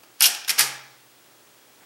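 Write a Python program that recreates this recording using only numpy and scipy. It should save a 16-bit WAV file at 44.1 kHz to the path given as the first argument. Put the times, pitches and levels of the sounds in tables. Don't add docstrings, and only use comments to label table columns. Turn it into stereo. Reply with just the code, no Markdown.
import sys
import numpy as np
from scipy import signal
from scipy.fft import rfft, irfft, next_fast_len
from scipy.io import wavfile
from scipy.ndimage import uniform_filter1d

SR = 44100
rng = np.random.default_rng(int(sys.argv[2]) if len(sys.argv) > 2 else 0)


def unload_wav(signal):
    wavfile.write(
        sys.argv[1],
        SR,
        np.round(np.clip(np.atleast_2d(signal).T, -1, 1) * 32767).astype(np.int16),
    )


N = 81585

# start_s, level_db, knock_db, tick_db, clack_t60_s, carriage_send_db, frame_send_db
LEVER_HITS = [(0.034, -51, 17.5, 1.5, 0.05, -77, -53), (0.2077, -11.5, -6.5, 0, 0.021, -28, -60),
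              (0.2124, -12.5, 1, -23, 0.037, -33, -57), (0.2154, -19, 7, -10, 0.012, -47, -55),
              (0.2217, -16, 0, 12, 0.057, -35, -49), (0.2275, -20.5, -4.5, 12, 0.044, -28, -58),
              (0.2318, -15, -1.5, 3, 0.041, -26, -54), (0.237, -16, -5, 6, 0.068, -47, -59),
              (0.2411, -5.5, -10.5, -14.5, 0.049, -18.5, -50),
              (0.2442, -11.5, -10, -2.5, 0.048, -26.5, -26), (0.2535, -14, -6.5, 4, 0.07, -33, -65),
              (0.2565, -15, 0.5, 4, 0.075, -33, -62), (0.2618, -18.5, -5, 10, 0.081, -35, -49),
              (0.3480, -23, 2.5, -3.5, 0.03, -46, -60), (0.4472, -27, -18, -12, 0.018, -59, -72),
              (0.4772, -39, -4, 12, 0.033, -61, -68), (0.4796, -24.5, 1, -6, 0.062, -48, -54),
              (0.4829, -25, 3, 4.5, 0.063, -63, -69), (0.4936, -15, -3, 0, 0.073, -52, -42),
              (0.5017, -16, -3, -1, 0.037, -34, -50), (0.506, -18, -1, -3, 0.038, -36, -63),
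              (0.512, -24.5, 4, 6, 0.022, -50, -47), (0.5829, -19, -0.5, -6, 0.065, -54, -46),
              (0.5852, -20, 7, 2, 0.038, -54, -32), (0.5882, -20.5, -5, 10.5, 0.035, -34, -23.5),
              (0.5925, -12.5, -1.5, 8, 0.052, -29, -38), (0.5991, -17, 6.5, 2, 0.069, -57, -30),
              (0.6078, -14.5, 2, 4.5, 0.071, -37.5, -29.5), (0.6165, -20.5, -11, -0.5, 0.23, -36, -32)]
# centre_hz, half_width_hz, gain_db
TOP_STOP_EQ = [(100, 540, -2.5), (2057, 140, -7), (3070, 610, 3.5), (5540, 350, 4.5), (11960, 200, 6.5)]
# centre_hz, half_width_hz, gain_db
BOTTOM_STOP_EQ = [(1200, 60, 7.2), (4880, 170, 2.8), (5490, 70, 5.7), (10900, 140, 1.4)]
# pitch_hz, level_db, t60_s
LATCH_MODES = [(1635, -19, 0.014), (5170, -16, 0.015), (9750, -5, 0.0058), (10500, -3, 0.0052)]
# pitch_hz, gain_db, t60_s
CARRIAGE_MODES = [(722, -14, 0.56), (828, -19, 0.55), (2440, -10, 0.56), (2847, 4, 0.12), (2896, -10, 0.42),
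                  (3098, 0, 0.15), (3297, -8, .42), (5198, -7, 0.4), (5302, -1, 0.17), (5607, -6, 0.48),
                  (5700, -8, 0.48), (5878, -3, 0.38), (12445, 2, 0.1)]
# pitch_hz, gain_db, t60_s
FRAME_MODES = [(827, -7, 0.78), (1238, -11, 0.5), (1266, -11, .5), (1628, -10, .54), (2309, -8, 0.45),
               (2525, -9, 0.48), (4500, 1, 0.32), (4565, 2, 0.17), (5081, 3, 0.22), (5525, -2, 0.36)]
# freq_hz, left_over_right_db
TOASTER_PAN = [(200, -0.091), (2500, 0.82), (13000, 0.1)]
LATCH_S, DOWNSTROKE_S = 0.2072, 0.46
CARRIAGE_TRIM_DB, FRAME_TRIM_DB = -7.5, -11


def lever():
    out = np.zeros((2, N))
    latch = ring(LATCH_MODES)
    add(out, LATCH_S, latch)
    add(out, LATCH_S, kitchen(latch))
    for start_s, level_db, knock_db, tick_db, t60_s, *_ in LEVER_HITS:
        stop_eq = TOP_STOP_EQ if start_s < DOWNSTROKE_S else BOTTOM_STOP_EQ
        hit = amp(level_db) * clack(knock_db, tick_db, t60_s, stop_eq)
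        add(out, start_s, hit)
        add(out, start_s, kitchen(hit.mean(0)))
    starts_s, *_, carriage_send_db, frame_send_db = np.transpose(LEVER_HITS)
    out += steel(CARRIAGE_MODES, starts_s, CARRIAGE_TRIM_DB + carriage_send_db)
    out += steel(FRAME_MODES, starts_s, FRAME_TRIM_DB + frame_send_db)
    out += guide_rubs() + pings()
    return filtered(out, lambda hz: amp(np.outer([1, -1], along(TOASTER_PAN, hz)) / 2))


# freq_hz, gain_db
CLACK_EQ = [(40, -49), (130, -27.5), (400, -21.5), (600, -19), (800, -12.5), (1050, -15), (1550, -5.5),
            (2400, -3.5), (3600, -6.5), (5000, -3), (7800, -11.5), (10500, -8), (13000, -11), (14800, -20),
            (16000, -45)]
# freq_hz, side_db
CLACK_WIDTH = [(300, -37), (800, -25), (3000, -17.5), (8000, -18), (12000, -35)]
KNOCK_HZ, MID_HZ, TICK_HZ = 1220, 3400, 10900
CRACK_DB, CRACK_T60_S, ATTACK_S = -2.5, 0.0017, 0.00016


def clack(knock_db, tick_db, t60_s, resonances):
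    t = np.arange(SR // 5) / SR
    body = amp(-60 * t / t60_s)
    crack = amp(CRACK_DB - 60 * t / CRACK_T60_S)
    envelope = (body + crack) * (1 - np.exp(-t / ATTACK_S))
    burst = envelope * stereo_noise(len(t), CLACK_WIDTH)
    hardness = [(KNOCK_HZ, knock_db), (MID_HZ, 0), (TICK_HZ, tick_db)]

    def colour(hz):
        peaks_db = sum(db / (1 + ((hz - centre) / width) ** 2) for centre, width, db in resonances)
        return unit(amp(along(CLACK_EQ, hz) + peaks_db)) * amp(along(hardness, hz))

    return np.array([minimum_phase(channel, colour) for channel in burst])


LINE_WIDTH_HZ = 5.4


def steel(modes, starts_s, levels_db):
    blows = np.bincount(np.round(starts_s * SR).astype(int), amp(levels_db) ** 2, N)
    out = np.zeros(N)
    for pitch_hz, gain_db, t60_s in modes:
        energy_kept = amp(-60 / (t60_s * SR)) ** 2
        energy = signal.lfilter([1], [1, -energy_kept], blows)
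        swing = uniform_filter1d(np.sqrt(energy), size=32, origin=15)
        phase_drift = np.cumsum(rng.standard_normal(N)) * np.sqrt(2 * np.pi * LINE_WIDTH_HZ / SR)
        out += amp(gain_db) * swing * np.sin(2 * np.pi * pitch_hz * np.arange(N) / SR + phase_drift)
    return out


def ring(modes):
    t = np.arange(SR // 5) / SR
    pitch_hz, level_db, t60_s = np.transpose(modes)[..., None]
    phase = 2 * np.pi * (pitch_hz * t + rng.random(pitch_hz.shape))
    partials = amp(level_db - 60 * t / t60_s) * np.sin(phase)
    return partials.sum(0) * (1 - np.exp(-t / ATTACK_S))


# start_s, pitch_hz, level_db, t60_s
PING_HITS = [(0.2123, 824, -26, 0.025), (0.2112, 2820, -20, 0.025), (0.4798, 3700, -24.5, 0.021),
             (0.5017, 12600, -19, 0.037), (0.593, 11200, -12, 0.011)]


def pings():
    out = np.zeros(N)
    for start_s, *mode in PING_HITS:
        add(out, start_s, ring([mode]))
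    return out + kitchen(out)[:, :N]


# peak_s, rise_s, level_db, tilt_db_per_octave
GUIDE_RUBS = [(0.2064, 0.012, -33.5, 0.5), (0.583, 0.008, -25, -2.5), (1.836, 0.052, -52, -18)]
RUB_RELEASE_S = 0.0059


def guide_rubs():
    out, t = np.zeros(N), np.arange(N) / SR
    for peak_s, rise_s, level_db, tilt in GUIDE_RUBS:
        grit = rng.standard_normal(N) * rng.exponential(size=N)
        rub = filtered(grit, lambda hz: amp(along(CLACK_EQ, hz) + tilt * np.log2(1 + hz / KNOCK_HZ)))
        fade_db = 20 * np.maximum((peak_s - t) / rise_s, (t - peak_s) / RUB_RELEASE_S)
        out += amp(level_db - fade_db) * unit(rub)
    return out


BOOM_START_S, BOOM_HZ, BOOM_DB, BOOM_T60_S, BOOM_RISE_S = 0.594, 133.4, -45, 1, 0.013


def landing_boom():
    out, t = np.zeros(N), np.arange(N) / SR
    envelope = amp(BOOM_DB - 60 * t / BOOM_T60_S) * (1 - np.exp(-t / BOOM_RISE_S))
    add(out, BOOM_START_S, envelope * np.sin(2 * np.pi * BOOM_HZ * t))
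    return out


# freq_hz, t60_s
REVERB_DECAY = [(150, 0.32), (700, 0.73), (2000, 0.66), (5000, 0.62), (8000, 0.35), (12000, 0.33)]
# freq_hz, gain_db
REVERB_EQ = [(60, 5), (180, 12), (320, 10.5), (800, 4.5), (2000, 0), (5000, -6.5), (8000, 4), (13000, -7.5)]
# freq_hz, side_db
REVERB_WIDTH = [(100, -60), (500, -12), (4000, -7.5), (9000, -11.5), (14000, -45)]
REVERB_SEND_DB, REVERB_BUILD_S = -6.5, 0.002


def kitchen(x):
    freq_hz, t, bands = signal.stft(stereo_noise(SR * 3 // 4, REVERB_WIDTH), SR, nperseg=256)
    decay = amp(-60 * t / along(REVERB_DECAY, freq_hz)[:, None])
    tail = signal.istft(bands * decay, SR, nperseg=256)[1]
    tail = filtered(tail / np.linalg.norm(tail[0]), lambda hz: amp(along(REVERB_EQ, hz)))
    build_up = 1 - np.exp(-np.arange(tail.shape[1]) / SR / REVERB_BUILD_S)
    return amp(REVERB_SEND_DB) * signal.fftconvolve(x[None], tail * build_up, axes=1)


# freq_hz, gain_db
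HISS_EQ = [(25, -13), (70, -17), (125, -10.5), (180, -12), (320, -4.5), (500, -7), (1700, -8.5),
           (8000, -13), (15500, -17.5)]
# freq_hz, gain_db
RUMBLE_EQ = [(30, -36), (200, -16.5), (350, -9), (1500, -20), (5000, -47)]
# time_s, level_db
RUMBLE_RIDE = [(0, -59), (.15, -67), (1.08, -70), (1.32, -59), (1.62, -63.5), (1.83, -60.5)]
# freq_hz, side_db
BED_WIDTH = [(200, -15), (600, -2), (2000, 0.5), (10000, -14.5)]
# pitch_hz, level_db
BED_TONES = [(120, -72), (3314, -72), (15736, -61)]
HISS_DB = -54


def room_tone():
    t = np.arange(N) / SR
    hiss = unit(filtered(stereo_noise(N, BED_WIDTH), lambda hz: amp(along(HISS_EQ, hz))))
    rumble = unit(filtered(stereo_noise(N, BED_WIDTH), lambda hz: amp(along(RUMBLE_EQ, hz))))
    rumble_db = np.interp(t, *np.transpose(RUMBLE_RIDE))
    tones = sum(amp(level_db) * np.sin(2 * np.pi * pitch_hz * t) for pitch_hz, level_db in BED_TONES)
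    return amp(HISS_DB) * hiss + amp(rumble_db) * rumble + tones


def amp(db):
    return 10 ** (np.asarray(db) / 20)


def unit(x):
    return x / np.sqrt(np.mean(x ** 2) + 1e-20)


def along(curve, hz):
    freq_hz, values = np.transpose(curve)
    return np.interp(np.log(hz + 1), np.log(freq_hz + 1), values)


def filtered(x, response):
    n = x.shape[-1]
    size = next_fast_len(n + 8192)
    return irfft(rfft(x, size) * response(np.fft.rfftfreq(size, 1 / SR)), size)[..., :n]


def minimum_phase(x, response):
    size = 2 * len(x)
    gain = np.maximum(response(np.fft.rfftfreq(size, 1 / SR)), 1e-6)
    cepstrum = irfft(np.log(gain))
    cepstrum[1:size // 2] *= 2
    cepstrum[size // 2 + 1:] = 0
    return irfft(rfft(x, size) * np.exp(rfft(cepstrum)))[:len(x)]


def add(out, start_s, x):
    i = round(start_s * SR)
    n = min(x.shape[-1], N - i)
    out[..., i:i + n] += x[..., :n]


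def stereo_noise(size, width):
    mid, side = rng.standard_normal((2, size))
    side = filtered(side, lambda hz: amp(along(width, hz)))
    return np.array([mid + side, mid - side])


def scene():
    return lever() + landing_boom() + room_tone()


CEILING, LOW_CUT_HZ, HIGH_CUT_HZ = 0.95, 79, 16000


def record(dry):
    rounded = dry / (1 + np.abs(dry / CEILING) ** 6) ** (1 / 6)
    low_cut = signal.butter(2, LOW_CUT_HZ, "highpass", fs=SR, output="sos")
    thinned = signal.sosfilt(low_cut, rounded)
    return filtered(thinned, lambda hz: 1 / np.sqrt(1 + (hz / HIGH_CUT_HZ) ** 160))


dry = scene()
out = record(dry)
unload_wav(out)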